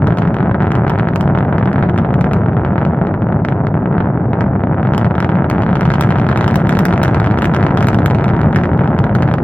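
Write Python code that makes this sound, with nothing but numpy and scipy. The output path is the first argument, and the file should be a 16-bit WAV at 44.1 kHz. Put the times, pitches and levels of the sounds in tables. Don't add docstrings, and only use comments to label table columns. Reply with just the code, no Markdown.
import sys
import numpy as np
from scipy import signal
from scipy.fft import rfft, irfft, next_fast_len
from scipy.io import wavfile
from scipy.ndimage import uniform_filter1d, minimum_filter1d

SR = 44100
rng = np.random.default_rng(int(sys.argv[2]) if len(sys.argv) > 2 else 0)


def persist_wave(psi):
    counts = np.round(np.clip(psi, -1, 1) * 32767).astype(np.int16)
    wavfile.write(sys.argv[1], SR, np.atleast_2d(counts).T)


N = 415863
TIME_S = np.arange(N) / SR

# time_s, roar_db, shock_db, steepness_db
PLUME_BURN = [(0.0, -11.5, -19.5, -2.5), (0.7, -17, -17, -2), (1.3, -13.5, -19, -4.5), (2.2, -13, -21, -4),
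              (2.9, -14, -18, -7), (3.55, -16.5, -18.5, -12), (3.95, -15, -18, -10),
              (4.5, -14.5, -19.5, -11), (5.0, -16, -17.5, -3.5), (5.6, -13, -19, -3), (5.95, -13, -23.5, 7),
              (6.7, -10.5, -21, 5.5), (7.2, -13, -18.5, 2.5), (7.75, -10.5, -17.5, -0.5),
              (8.2, -12, -19.5, 2), (8.75, -11, -19.5, 0), (9.43, -12.5, -23, -1.5)]
# time_s, step_db, edge_hz
STRONG_SHOCKS = [(0.0215, -3, 2500), (0.0715, -2, 6500), (0.106, -1, 2800), (0.123, -5, 3370),
                 (0.1728, -9.5, 6700), (0.1851, -0.5, 7100), (0.2207, 3, 3480), (0.275, -8, 4700),
                 (0.3439, -9, 6240), (0.3673, -2, 3200), (0.405, 4.5, 2600), (0.458, -2, 2100),
                 (0.5128, 3, 2620), (0.545, -3, 3270), (0.6045, 4, 2800), (0.6225, -3, 4270),
                 (0.6315, -3, 2720), (0.6441, 1, 1800), (0.6696, 1, 3070), (0.7054, -2, 2600),
                 (0.7187, -4.5, 6500), (0.7533, -5, 6300), (0.8669, -3, 2940), (0.8793, 2.5, 4100),
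                 (0.8968, -8, 9400), (0.902, 2, 3820), (0.957, -3, 2500), (0.9777, -4, 2600),
                 (0.9877, -7.5, 5970), (0.9967, 0, 4000), (1.0073, -9, 3000), (1.072, 5, 2200),
                 (1.087, -4, 4370), (1.159, -5, 10200), (1.2093, -3, 9000), (1.2766, -1, 2830),
                 (1.3502, 7, 2670), (1.3751, 3.5, 2380), (1.3867, -6.5, 5270), (1.407, 2, 2480),
                 (1.427, -4, 2500), (1.5263, 6.5, 2240), (1.5822, 2.5, 3900), (1.6273, 4, 2540),
                 (1.657, -8, 5200), (1.675, 5.5, 2600), (1.7303, -9, 6040), (1.759, 1, 3130),
                 (1.7818, 5, 2090), (1.826, 9.5, 3350), (1.8372, -3, 2210), (1.8893, -5, 2660),
                 (1.896, -6, 4820), (1.9778, -7, 7000), (1.986, -4, 5700), (2.0476, 5, 2420),
                 (2.106, -1, 2300), (2.1411, -5.5, 5340), (2.2104, -5.5, 8300), (2.243, -3, 4800),
                 (2.3342, -3, 7900), (2.4611, -2, 2400), (2.4848, -1, 2400), (2.568, -2, 2780),
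                 (2.6488, 2, 3400), (2.7575, 4, 1890), (2.7802, 5, 3100), (2.815, -3.5, 2550),
                 (2.851, -2.5, 4900), (3.0144, 1, 2120), (3.0703, -8.5, 4400), (3.141, -4, 2760),
                 (3.2208, -6, 2900), (3.3244, -2, 2370), (3.4496, -2.5, 5400), (3.486, -1.5, 4780),
                 (3.523, 0, 2440), (3.6694, -3.5, 4560), (3.7424, -2, 2100), (3.8578, 4, 2070),
                 (3.9264, -6, 2300), (3.981, 2, 2700), (4.0042, 6.5, 2790), (4.3328, 2.5, 3110),
                 (4.4083, -2, 5300), (4.6372, -1, 2600), (4.6717, -1, 1990), (4.7444, -2, 2000),
                 (4.83, -3, 3000), (4.8511, -5, 2600), (4.9212, 0, 2000), (4.9363, -3.5, 4700),
                 (4.948, -5, 6300), (4.979, -3, 11000), (5.0133, -4, 3100), (5.0459, 0, 4400),
                 (5.0554, -8, 4200), (5.1098, -1, 2700), (5.1532, -6, 4540), (5.181, 8, 2900),
                 (5.2035, -4, 8250), (5.2263, 1, 4470), (5.2456, -1, 4500), (5.292, 4, 3430),
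                 (5.3548, 1, 3000), (5.4436, -3, 2920), (5.4998, -5.5, 11300), (5.5125, -1.5, 5670),
                 (5.5821, 2, 2900), (5.6214, -4.5, 5800), (5.6346, -4, 4100), (5.6646, -1, 3650),
                 (5.6916, -1.0, 2900), (5.7298, 4, 3500), (5.755, 1.5, 5800), (5.7694, -1.5, 3400),
                 (5.8096, -4.5, 8200), (5.8191, 4, 2900), (5.8535, 4, 5640), (5.8767, 0, 2700),
                 (5.8895, -5, 2800), (5.903, 4, 5800), (5.9179, -6, 6260), (5.9384, 3, 7140),
                 (5.956, -4, 4300), (5.9832, 3, 2390), (5.9959, -8, 4200), (6.0096, 2, 18500),
                 (6.0238, -5.5, 7440), (6.0367, -6, 7000), (6.0464, 4, 3000), (6.0904, -4, 3700),
                 (6.106, 2, 5800), (6.112, -3, 4400), (6.1231, -2, 4000), (6.1574, 1, 3300),
                 (6.1853, -6, 5700), (6.1983, -5, 5300), (6.2157, -7, 4770), (6.2666, 0, 4000),
                 (6.2892, 3.5, 6600), (6.2987, -4, 2700), (6.314, 1, 4120), (6.3596, 2, 4200),
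                 (6.3746, 0, 8500), (6.4098, 2, 6500), (6.435, -11, 5400), (6.4431, -2, 6100),
                 (6.4625, 4.5, 3200), (6.479, 3, 8500), (6.511, -8.5, 7500), (6.5199, -2, 2900),
                 (6.5428, -4, 7500), (6.557, 0.5, 18100), (6.6932, 3.5, 9800), (6.7217, -8, 5400),
                 (6.7258, -4, 7900), (6.7516, -3, 6750), (6.7706, -3.5, 6000), (6.79, -0.5, 17200),
                 (6.8535, 2, 22300), (6.884, -7, 6300), (6.908, 2, 3600), (6.9265, 0.5, 4700),
                 (6.937, -4, 6000), (6.9776, -3.5, 5300), (7.0167, 8, 3200), (7.0316, 1.5, 16400),
                 (7.0363, -5, 12500), (7.0493, -7, 8100), (7.057, -4, 5700), (7.08, -3, 6600),
                 (7.1458, 4, 6230), (7.2002, -4, 7100), (7.218, 1, 2600), (7.2435, -5, 5600),
                 (7.251, -8, 4300), (7.262, -6, 5800), (7.272, 5, 3600), (7.3113, -1, 4840),
                 (7.3213, -9, 4700), (7.3746, 1, 3400), (7.3873, -3, 7460), (7.4212, 3, 7860),
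                 (7.444, -1, 6700), (7.4551, 0, 8600), (7.538, 0, 4970), (7.547, -1, 8000),
                 (7.5598, -7, 3100), (7.5648, -3.5, 7300), (7.6089, -6, 4200), (7.6278, 1, 4800),
                 (7.6377, -4, 5250), (7.6658, 5, 4600), (7.7067, 1, 3630), (7.7734, 4, 7300),
                 (7.785, -8, 4400), (7.8075, -1.5, 6800), (7.8267, 1, 8300), (7.8344, -12, 6100),
                 (7.845, -4, 5000), (7.8704, -8.5, 17000), (7.8851, 2.5, 10000), (7.931, -1, 4700),
                 (7.9454, -5, 7900), (7.9874, -2.5, 5950), (8.0309, -5, 2800), (8.06, -1.5, 17000),
                 (8.101, -4.5, 5400), (8.1099, -3, 5300), (8.148, 1, 6130), (8.1855, -6, 4500),
                 (8.1965, -5, 2700), (8.2425, -3.5, 6660), (8.2813, -1, 5180), (8.301, -8, 4600),
                 (8.3354, 2, 2700), (8.3652, -10, 5000), (8.415, -7, 6700), (8.4327, 1, 3200),
                 (8.5286, -8.5, 5240), (8.5475, -6, 4730), (8.5602, 5.5, 8100), (8.5867, -2, 4040),
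                 (8.636, -2, 5460), (8.6556, -5, 4440), (8.7922, 4, 3000), (8.8439, -4, 2970),
                 (8.876, -7, 4500), (8.9892, -3, 6800), (9.041, 0, 4400), (9.0946, -2.5, 2520),
                 (9.1511, -1, 8800), (9.2236, -2, 7000), (9.23, -2, 4080), (9.2773, -4, 3300),
                 (9.314, -3, 3680), (9.3394, -3.5, 7100), (9.3836, -5, 3500)]
CRACK_TIMES_S = np.transpose(STRONG_SHOCKS)[0]


def undb(db):
    return 10 ** (np.asarray(db) / 20)


def plume_at(times_s, column):
    columns = np.transpose(PLUME_BURN)
    return np.interp(times_s, columns[0], columns[column])


def colour(x, response, size=8192):
    hz, db = np.transpose(response)
    bins_hz = np.maximum(np.fft.rfftfreq(size, 1 / SR), 1)
    gain = undb(np.interp(np.log(bins_hz), np.log(hz), db))
    cepstrum = irfft(np.log(gain))
    cepstrum[1:size // 2] *= 2
    cepstrum[size // 2 + 1:] = 0
    return signal.oaconvolve(x, irfft(np.exp(rfft(cepstrum))))[:N]


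def cut(x, hz, kind, order=2):
    return signal.sosfilt(signal.butter(order, hz, kind, fs=SR, output="sos"), x)


def fade(power, decay_s, hop):
    keep = np.exp(-hop / (decay_s * SR))
    return signal.lfilter([0, 1 - keep], [1, -keep], power)


def fronts(times_s, step, edge_hz, order=4, size=256):
    bins_hz = np.fft.rfftfreq(size, 1 / SR)
    start = np.maximum(times_s - (order - 1) / (2 * np.pi * edge_hz), 0) * SR
    whole, pad = start.astype(int), size // 8
    rounding = (1 + 1j * bins_hz / edge_hz[:, None]) ** -order
    delay = np.exp(-2j * np.pi * bins_hz / SR * (start - whole + pad)[:, None])
    pulses = step[:, None] * irfft(rounding * delay)
    index = np.maximum(whole[:, None] + np.arange(size) - pad, 0)
    return np.bincount(index.ravel(), pulses.ravel(), N)[:N]


def swallowed(times_s, strong_s, depth_db, lead_s=0.0043, width_s=0.0054):
    centres_s = np.sort(strong_s) - lead_s
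    nearest_s = centres_s[np.searchsorted((centres_s[1:] + centres_s[:-1]) / 2, times_s)]
    return undb(depth_db * np.exp(-((times_s - nearest_s) / width_s) ** 2))


def port_ring(x, resonance_hz=3300, damping=0.6):
    g = np.tan(np.pi * resonance_hz / SR)
    poles = np.array([1 + damping * g + g * g, 2 * (g * g - 1), 1 - damping * g + g * g])
    return signal.lfilter(poles[::-1], poles, x)


def scrub_echoes(x, channel, near_db=-12, near_s=0.0025, far_db=-16.5, far_s=0.019, size=128):
    # delay_s, left_db, right_db
    post_echoes = [(0.0031, -28, -19.5), (0.0076, -25.5, -24), (0.0151, -29.5, -18)]
    scattered = cut(cut(x, 650, "high"), 9000, "low", order=1)
    posts = sum(undb(levels_db[channel]) * np.interp(TIME_S - delay_s, TIME_S, scattered, left=0)
                for delay_s, *levels_db in post_echoes)
    power = np.abs(signal.stft(scattered, nperseg=size)[2]) ** 2
    tail_power = undb(2 * near_db) * fade(power, near_s, size // 2)
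    tail_power += undb(2 * far_db) * fade(power, far_s, size // 2)
    clumps = undb(rng.uniform(-5.5, 12, tail_power.shape[1]))
    spectra = clumps * np.sqrt(tail_power) * np.exp(2j * np.pi * rng.random(tail_power.shape))
    tail = signal.istft(spectra, nperseg=size)[1][:N]
    return posts + cut(tail, 65, "high", order=1)


def roar(strong_s, trim_db=-0.94):
    # freq_hz, density_db
    mixing_spectrum = [(20, -37), (52, -13.5), (100, -1.07), (180, 0.5), (255, -9.5), (750, -18.5),
                       (1400, -30), (3000, -62.5), (9000, -87.5)]
    eddies = colour(rng.standard_normal(N), mixing_spectrum)
    eddies /= np.sqrt(np.mean(eddies ** 2))
    gain = undb(plume_at(TIME_S, column=1) + trim_db)
    return eddies * gain * swallowed(TIME_S, strong_s, depth_db=-3.5)


def fierceness(gusts_per_s=16):
    knots_s = np.arange(0, N / SR + 1, 1 / gusts_per_s)
    gust_db = np.interp(TIME_S, knots_s, rng.uniform(-4.5, 3, len(knots_s)))
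    return plume_at(TIME_S, column=3) + gust_db


def crackle(strong_s, fierce_db, rate_per_s=190, base_db=13, base_edge_hz=1700, air_hz=2900):
    draws = rng.standard_normal((4000, 3))
    gaps = np.exp(0.7 * draws[:, 0])
    times_s = np.cumsum(gaps / gaps.mean()) / rate_per_s
    heard = times_s < N / SR
    times_s = times_s[heard]
    wait, luck, shape = draws[heard].T
    size_db = 4.5 * np.minimum(0.84 * wait + 0.97 * luck, 1.35)
    step = undb(base_db + size_db + plume_at(times_s, column=2))
    step *= swallowed(times_s, strong_s, depth_db=-8)
    steep_db = np.minimum(0.41 * size_db + 0.8 * shape, 6)
    edge_hz = base_edge_hz * undb(steep_db + 0.28 * np.interp(times_s, TIME_S, fierce_db))
    return cut(fronts(times_s, step, edge_hz), air_hz, "low")


def shed(count, fierce_db, rate_exponent, scatter=1.6, clear_s=0.007):
    activity = np.cumsum(undb(rate_exponent * fierce_db))
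    slots = np.arange(count) + 0.5 + scatter * rng.uniform(-1, 1, count)
    times_s = np.interp(slots / count % 1, activity / activity[-1], TIME_S)
    apart = np.abs(times_s[:, None] - CRACK_TIMES_S).min(axis=1) > clear_s
    return times_s, apart


def sputter(times_s, apart, fierce_db, step_db, spread_db, base_edge_hz):
    size, shape = rng.uniform(-0.6, 1, (len(times_s), 2)).T
    steep_db = 0.46 * np.interp(times_s, TIME_S, fierce_db) + 3 * shape - 3 * size
    return fronts(times_s, apart * undb(step_db + spread_db * size), base_edge_hz * undb(steep_db))


def microphone_swings(times_s, step, edge_hz, gap_s=0.000417, jitter_s=1.2e-5, count=3):
    rebound = np.minimum(undb(-7.5) * (edge_hz / 6000) ** 0.93, 0.75)
    gaps_s = gap_s * rng.uniform(0.46, 1.525, (len(times_s), count))
    turns_s = times_s[:, None] + np.cumsum(gaps_s, axis=1)
    swings = np.zeros((2, N))
    for port in swings:
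        at_s = turns_s + jitter_s * rng.standard_normal(turns_s.shape)
        for k in range(count):
            port += fronts(at_s[:, k], step * (-rebound) ** (k + 1), edge_hz * 1.2)
    return swings


def cracks(trim_db=-0.25, snap_db=-22, swell_db=-1.0, swell_s=0.00099):
    times_s, step_db, edge_hz = np.transpose(STRONG_SHOCKS)
    step = undb(step_db + trim_db)
    width = int(swell_s * SR)
    impulses = np.bincount((times_s * SR).astype(int), minlength=N) * undb(swell_db)
    thump = uniform_filter1d(uniform_filter1d(impulses, width), width)
    snap = fronts(times_s, step * undb(snap_db), edge_hz * 2.5)
    return fronts(times_s, step, edge_hz) + snap + thump + microphone_swings(times_s, step, edge_hz)


def scene(right_lag_s=7.2e-5):
    # freq_hz, level_db
    front_spectrum = [(25, -1.5), (55, 13.5), (105, 33), (185, 31.5), (260, 23), (500, 22), (1550, 21.5),
                      (2150, 16), (2600, 11), (3200, 11), (4300, 6), (5700, 4.5), (8700, 1), (10200, -1),
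                      (13500, 4.5)]
    # freq_hz, gain_db
    ground_response = [(275, 0), (330, 0.8), (410, -1), (490, -3.5), (560, -0.5), (930, -0.1), (1080, -5.5),
                       (1320, -1), (1750, -2)]
    # freq_hz, gain_db
    left_response = [(250, 1.0), (700, .8), (3300, -1.2), (6000, -3.5), (9000, .5), (14000, .8)]
    right_response = [(700, 0.48), (3200, 0.5), (14000, 1.0)]

    fierce_db = fierceness()
    pops_s, pops_apart = shed(125, fierce_db, rate_exponent=0.4)
    pops = sputter(pops_s, pops_apart, fierce_db, step_db=-4, spread_db=2.5, base_edge_hz=2780)
    ticks_s, ticks_apart = shed(70, fierce_db, rate_exponent=0.6)
    ticks = sputter(ticks_s, ticks_apart, fierce_db, step_db=-15.5, spread_db=5, base_edge_hz=4500)
    strong_s = np.concatenate([pops_s[pops_apart], CRACK_TIMES_S])
    shocks = crackle(strong_s, fierce_db) + pops + ticks + cracks()
    rumble = roar(strong_s)

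    direct = [colour(port, front_spectrum) + rumble for port in shocks]
    left, right = (port_ring(colour(port, ground_response)) for port in direct)
    size = next_fast_len(N + 64)
    lag = np.exp(-2j * np.pi * np.fft.rfftfreq(size, 1 / SR) * right_lag_s)
    right = irfft(rfft(right, size) * lag, size)[:N]
    left, right = colour(left, left_response), colour(right, right_response)
    return np.array([left + scrub_echoes(left, channel=0), right + scrub_echoes(right, channel=1)])


def record(dry, ceiling=0.98, hold_s=0.0036, top_hz=16600):
    width = int(hold_s * SR)
    peak = np.maximum(np.abs(dry).max(axis=0), 1e-9)
    needed_gain = np.minimum(1, ceiling / peak)
    gain = uniform_filter1d(minimum_filter1d(needed_gain, width), width)
    return signal.sosfilt(signal.ellip(8, 0.2, 70, top_hz, fs=SR, output="sos"), dry * gain)


dry = scene()
out = record(dry)
persist_wave(out)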